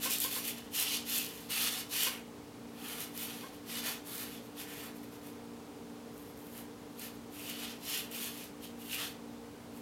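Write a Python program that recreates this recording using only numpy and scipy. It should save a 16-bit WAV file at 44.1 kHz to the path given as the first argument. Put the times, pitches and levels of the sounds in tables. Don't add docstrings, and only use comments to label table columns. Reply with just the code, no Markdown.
import sys
import numpy as np
from scipy import signal
from scipy.fft import rfft, irfft, next_fast_len
from scipy.io import wavfile

SR = 44100
rng = np.random.default_rng(int(sys.argv[2]) if len(sys.argv) > 2 else 0)


def generate_wav(signal):
    frames = np.transpose(np.atleast_2d(signal))
    scaled = np.clip(frames, -1, 1) * 32767
    pcm = np.round(scaled).astype(np.int16)
    wavfile.write(sys.argv[1], SR, pcm)


N = 432621
TIME = np.arange(N) / SR


def from_db(db):
    return 10 ** (np.asarray(db) / 20)


def unit_level(x):
    return x / np.sqrt(np.mean(x ** 2) + 1e-20)


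def band(x, low_hz, high_hz, order=2):
    sections = signal.butter(order, [low_hz, min(high_hz, .45 * SR)], "band", fs=SR, output="sos")
    return signal.sosfilt(sections, x + 1e-18)


def coloured(x, spectrum):
    size = next_fast_len(N)
    hz, db = np.transpose(spectrum)
    bin_hz = np.maximum(np.arange(size // 2 + 1) * SR / size, 1)
    gain = from_db(np.interp(np.log(bin_hz), np.log(hz), db))
    return irfft(rfft(x, size) * gain, size)[:N]


def drift(rate_hz):
    step = 40
    r = np.exp(-2 * np.pi * step * rate_hz / SR)
    noise = rng.standard_normal(N // step + 2002)
    slow = signal.lfilter([1], [1, -2 * r, r * r], noise)[2000:]
    return np.interp(np.arange(N) / step, np.arange(len(slow)), unit_level(slow))


def resonance(x, hz, width_hz):
    r = np.exp(-np.pi * width_hz / SR)
    poles = [1, -2 * r * np.cos(2 * np.pi * hz / SR), r * r]
    return signal.lfilter(np.array([1, 0, -1]) * (1 - r * r) / 2, poles, x)


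def moving_resonance(x, centre_hz, width_hz, block=128):
    r = np.exp(-np.pi * width_hz / SR)
    out, state = np.zeros(N), np.zeros(2)
    for i in range(0, N, block):
        poles = [1, -2 * r * np.cos(2 * np.pi * centre_hz[i] / SR), r * r]
        out[i:i + block], state = signal.lfilter([1, 0, -1], poles, x[i:i + block], zi=state)
    return unit_level(out)


def ring(x, hz, fade_s):
    r = from_db(-60 / (fade_s * SR))
    angle = 2 * np.pi * hz / SR
    return signal.lfilter([0, np.sin(angle)], [1, -2 * r * np.cos(angle), r * r], x + 1e-18)


def clicks(events):
    out = np.zeros(N)
    for time_s, db in events:
        out[min(round(time_s * SR), N - 1)] += from_db(db)
    return out


def smear(x, fade_s):
    t = TIME[:SR // 2]
    tail = rng.standard_normal(len(t)) * from_db(-60 * t / fade_s)
    return signal.fftconvolve(x, tail / np.linalg.norm(tail))[:N]


# (frequency [Hz], relative level [dB])
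AIR_COLOUR = [(20, -21), (42, -23), (52, -9), (70, -4.5), (120, -2), (190, -2), (260, 3.5), (340, -4),
              (440, 2), (600, -5.5), (900, -6), (1700, -15), (3500, -18), (9000, -23.5), (16000, -27.5)]


def air(level_db=-52):
    return from_db(level_db) * unit_level(coloured(rng.standard_normal(N), AIR_COLOUR))


HUM_PITCHES = [58.4, 76.5, 102, 120, 167.1, 175.2, 178.4, 203.9, 233.58, 235.41, 280.4, 287.8, 292, 407.8,
               440.7, 451.4, 467.2, 759.1]
HUM_LEVELS = [-77, -81, -76, -68.5, -72.5, -82, -66, -70, -59.5, -55.5, -72.5, -69.5, -55, -65.5, -67.5,
              -78, -61, -70.5]


def motors(waver_db=1.06):
    hum = np.zeros(N)
    for hz, db in zip(HUM_PITCHES, HUM_LEVELS):
        tone = np.sqrt(2) * np.sin(2 * np.pi * hz * TIME)
        hum += from_db(db + waver_db * drift(rate_hz=1.57)) * tone
    return hum


def room(x, echo_db=-5.0):
    return from_db(echo_db) * band(smear(x, fade_s=0.24), 120, 6000, order=1)


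# (pitch [Hz], relative level [dB], fade time [s])
EASEL_NOTES = [(353, -13, 0.14), (787, -14, .1), (1047, -9.5, 0.26), (1335, -12, 0.084), (1834, -20, 0.23),
               (2174, -9.5, 0.23)]


def easel(jolts):
    return sum(from_db(db) * ring(jolts, hz, fade_s) for hz, db, fade_s in EASEL_NOTES)


# (time [s], level [dB])
BOARD_SLIPS = [(0.0553, -38), (0.244, -40), (0.3623, -42), (2.067, -37.5), (3.4315, -46), (3.878, -46),
               (5.356, -55)]
# (multiple of the creak's pitch, relative level [dB])
CREAK_TONES = [(1, -7.5), (2, -1.5), (3, -6.5), (4, -31)]


def creaks(start_hz=465, end_hz=560, length_s=0.032, flutter_db=3.0):
    out = easel(clicks(BOARD_SLIPS))
    pitch_wobble = 1 + 0.018 * drift(rate_hz=130)
    grip = from_db(flutter_db * drift(rate_hz=340))
    for time_s, db in BOARD_SLIPS:
        span = slice(round(time_s * SR), round((time_s + length_s) * SR))
        progress = np.sqrt(np.clip((TIME[span] - time_s) / length_s, 0, 1))
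        pitch_hz = (start_hz + (end_hz - start_hz) * progress) * pitch_wobble[span]
        phase = 2 * np.pi * np.cumsum(pitch_hz) / SR
        creak = sum(from_db(tone_db) * np.sin(multiple * phase) for multiple, tone_db in CREAK_TONES)
        out[span] += from_db(db) * np.sin(np.pi * progress) * grip[span] * creak
    return out


# (time [s], relative level [dB])
PAINT_SNAPS = [(0.0283, -26), (0.051, -18), (0.1084, -13), (0.1365, -13), (0.1514, -28), (0.185, -12),
               (0.2022, -8.5), (1.1854, -11), (1.2214, -33), (1.5045, -29), (2.0337, -6), (4.2083, -28),
               (6.1789, -33), (6.3904, -37), (6.5271, -39), (6.9955, -21.5), (8.114, -24), (9.7737, -35)]


def snaps(boost_db=1.5, spray_db=1.5):
    ticks = clicks(PAINT_SNAPS)
    spray = from_db(spray_db) * smear(ticks, fade_s=0.02)
    return from_db(boost_db) * band(ticks + spray, 7500, 15000)


def flicks(per_s, spread_db):
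    sizes = from_db(spread_db * np.minimum(rng.exponential(1, N), 5))
    signs = rng.choice([-1, 1], N)
    happens = rng.random(N) < per_s / SR
    return unit_level(sizes * signs * happens)


def canvas(x, ring_db=-10.0, patch_count=9):
    nearness = np.array([drift(rate_hz=2.74) for _ in range(patch_count)])
    patches = np.array([smear(x, fade_s=0.041) for _ in range(patch_count)])
    ringing = np.sum(nearness * patches, axis=0) / np.linalg.norm(nearness, axis=0)
    return x + from_db(ring_db) * ringing


# (pitch [Hz], width [Hz], relative level [dB])
BOARD_NOTES = [(1775, 11, 4), (2210, 85, -7), (2510, 57, 2.5), (2650, 63, -2.5), (2900, 18, 1.5),
               (2955, 52, -3), (3203, 48, 2.5), (3484, 57, 1), (4050, 34, -6), (4385, 84, -9),
               (4500, 29, 2), (5830, 50, -1), (7370, 150, 8)]


def board(slips):
    return slips + sum(from_db(db) * resonance(slips, hz, width_hz) for hz, width_hz, db in BOARD_NOTES)


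# (time [s], rise time [s], time until lift [s], rasp level [dB], swell until lift [dB],
#  hiss level [dB], low drag level [dB], hollow tuft level [dB], tuft starting pitch [Hz])
BRUSH_STROKES = [ (0.0, 0.067, 0.057, -35.5, -0.5, 1.5, -9.5, -25, 2700),
                 (0.075, 0.039, 0.077, -36.5, -0.5, 1, -12.5, -13, 3200),
                 (0.19, .025, 0.052, -38, 0, 5, -16, -27, 3200),
                 (0.285, 0.063, 0.099, -41.5, -2.5, 4, -8.5, -20, 3200),
                 (0.41, 0.062, 0.078, -42, 2.5, 1.5, -13, 6.5, 2700),
                 (0.55, 0.036, 0.046, -51, -2.5, -4, -5, 2, 2900),
                 (0.62, .03, .05, -62, -1, -4, -4, 2, 2900),
                 (0.72, 0.061, 0.11, -34.5, -0.5, -0.5, -12, -3, 2700),
                 (0.825, 0.055, 0.13, -37.5, 2.5, -5, -13.5, -4, 3000),
                 (1.048, 0.064, 0.17, -39.5, -1, 1.5, -11, -7.5, 3070),
                 (1.22, .035, 0.24, -51, -9.5, 1.5, -6, -1, 3000),
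                 (1.488, 0.025, 0.19, -38.5, 3.5, -2, -10, 5, 2680),
                 (1.69, 0.037, 0.11, -41, -2, -2.5, -8, -5, 3020),
                 (1.894, .065, 0.18, -36, 0.5, -1, -10, 1, 2860),
                 (2.09, 0.023, 0.044, -46.5, 1.5, -3.5, -2.5, 5, 2820),
                 (2.745, .16, 0.21, -46.5, -1, -2, -3, 5, 3150),
                 (2.96, .05, 0.071, -45.5, -2, 1.5, -3, -3, 3050),
                 (3.122, 0.089, 0.13, -47.5, -0.5, 4, -5, -2, 3050),
                 (3.265, 0.034, 0.21, -47.5, -9.5, -2.5, -4, 2, 3120),
                 (3.5, .04, .06, -63.5, 0, 1, -11, -10, 3000),
                 (3.645, 0.087, 0.15, -43, -0.5, -2, -6.5, -8, 2900),
                 (3.805, 0.061, .115, -43, -1, 0.5, -3, -4, 2900),
                 (4.035, 0.043, 0.2, -53.5, 6, 3.5, -3, 0, 3500),
                 (4.255, 0.047, 0.098, -54.5, 0.5, -1, -5.5, 0, 3300),
                 (4.415, .03, .045, -65, 2, 1, -9, 4, 3900),
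                 (4.552, 0.06, 0.054, -46, 1.5, 0, -4.5, -6, 3200),
                 (4.645, 0.05, 0.22, -53, 0, 0, 0.5, -4, 3160),
                 (4.935, .03, 0.036, -61.5, -2, 5, -4, -10, 3000),
                 (5.015, 0.029, 0.036, -63.5, -8, 7.5, 2, -10, 3000),
                 (5.1, 0.028, .06, -64, -2, 3, -2, -10, 3000),
                 (5.205, .05, 0.097, -61, -5, 4.5, -1, -10, 3000),
                 (6.1, .1, 0.21, -69.5, -3, 9, -2, -8, 3000), (6.335, .05, 0.21, -75, 4, 13, 2, -10, 3000),
                 (6.515, .06, 0.092, -57, -1, 4.5, -3, -1.5, 3000),
                 (6.885, .02, .03, -78, 0, 8, -4, -10, 2800),
                 (6.955, 0.066, 0.11, -53, 0, 2.5, -4, -12, 2800),
                 (7.125, .03, 0.035, -68, -5, 6, -3, -8, 2800),
                 (7.305, 0.046, .2, -54.5, 7.5, 0, -7, 4, 2600),
                 (7.495, .06, .15, -51, 8, -4.5, -6, 4, 3070),
                 (7.65, .03, 0.068, -49, -2.5, -4.5, -6, -6, 3100),
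                 (7.808, 0.097, 0.14, -40.5, 3.5, -1, -10.5, 1, 2920),
                 (7.96, .02, 0.048, -42.5, -2, 1.5, -7.5, 1, 2880),
                 (8.098, 0.039, .18, -47, 3.5, 1, -7.5, 1, 2870),
                 (8.3, 0.079, .14, -52, 0.5, 0, -9, 1, 2830),
                 (8.604, 0.043, 0.05, -50.5, -2, -2, -9, 0, 3200),
                 (8.77, .04, 0.14, -58, 3.5, 3, -9, 5, 3000),
                 (8.882, 0.057, 0.075, -39.5, -2, -3.5, -15, 8, 2630),
                 (8.958, .04, 0.12, -41.5, -7, -2, -4, 1, 3120),
                 (9.715, .06, .09, -65.5, -5, 6, 2, -10, 3000)]


def strokes(hiss_sag_db_per_s=4, tuft_rise_hz_per_s=1100, tuft_fade_db_per_s=21):
    power, tuft_db = np.zeros((3, N)), np.zeros(N)
    tuft_hz = np.full(N, float(BRUSH_STROKES[0][-1]))
    release_db_per_s = np.array([[208], [277], [180]])
    for time_s, rise_s, lift_s, level_db, swell_db, hiss_db, drag_db, hollow_db, start_hz in BRUSH_STROKES:
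        span = slice(max(round((time_s - rise_s) * SR), 0), round((time_s + lift_s + .5) * SR))
        t = TIME[span] - time_s
        hold_s = max(lift_s - rise_s, .005)
        held_s = np.clip(t - rise_s, 0, hold_s)
        lifted_s = np.maximum(t - lift_s, 0)
        fade_in = 1 / (1 + np.exp(-4.9 * (t / rise_s - .5)))
        rasp_db = level_db + swell_db * held_s / hold_s
        sag_db = hiss_sag_db_per_s * held_s
        layers_db = np.array([rasp_db, rasp_db + hiss_db - sag_db, rasp_db + drag_db])
        power[:, span] += (fade_in * from_db(layers_db - release_db_per_s * lifted_s)) ** 2
        tuft_hz[span] += fade_in * (start_hz + tuft_rise_hz_per_s * held_s - tuft_hz[span])
        tuft_db[span] += fade_in * (hollow_db - tuft_fade_db_per_s * held_s - tuft_db[span])
    return (*np.sqrt(power), tuft_hz, tuft_db)


# (frequency [Hz], relative level [dB])
RUB_COLOUR = [(600, -3), (950, -7.5), (1300, -5), (1800, -4), (2300, -4.5), (3000, -1.5), (3800, -1.5),
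              (5000, -2.5), (7000, -4), (9000, -2.5), (12000, -2), (14500, -2), (16000, -5)]


def brush(grab_db=0.95):
    rasp_gain, hiss_gain, drag_gain, tuft_hz, tuft_db = strokes()
    slips = coloured(canvas(flicks(per_s=14000, spread_db=2.5)), RUB_COLOUR)
    shaking = board(slips)
    scrape = unit_level(band(shaking, 2560, 6130, order=4))
    drag = unit_level(band(shaking, 670, 2250, order=4))
    sizzle = unit_level(band(slips, 6520, 10460, order=4))
    hiss = unit_level(band(slips, 10860, 14700, order=4))
    tuft_slips = canvas(flicks(per_s=6000, spread_db=5.0))
    tuft = unit_level(band(moving_resonance(tuft_slips, tuft_hz, width_hz=600), 1430, 4800))
    share = from_db(tuft_db - 2.5)
    rasp = (scrape + share * tuft) / np.hypot(1, share)
    crackle = unit_level(band(flicks(per_s=400, spread_db=4.5), 7000, 20000))
    sound = from_db(-1.5) * (rasp_gain * rasp + drag_gain * drag + hiss_gain * hiss)
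    sound += from_db(-6.5) * hiss_gain * crackle
    sound += from_db(-6.0) * np.sqrt(rasp_gain * hiss_gain) * sizzle
    return sound * from_db(grab_db * drift(rate_hz=19))


def scene():
    painting = brush() + creaks() + snaps()
    return (painting + room(painting) + motors() + air())[None]


def record(dry, cutoff_hz=16050):
    low_pass = signal.firwin(601, cutoff_hz, fs=SR, window="blackman")
    return signal.fftconvolve(dry, low_pass[None], mode="same")


dry = scene()
out = record(dry)
generate_wav(out)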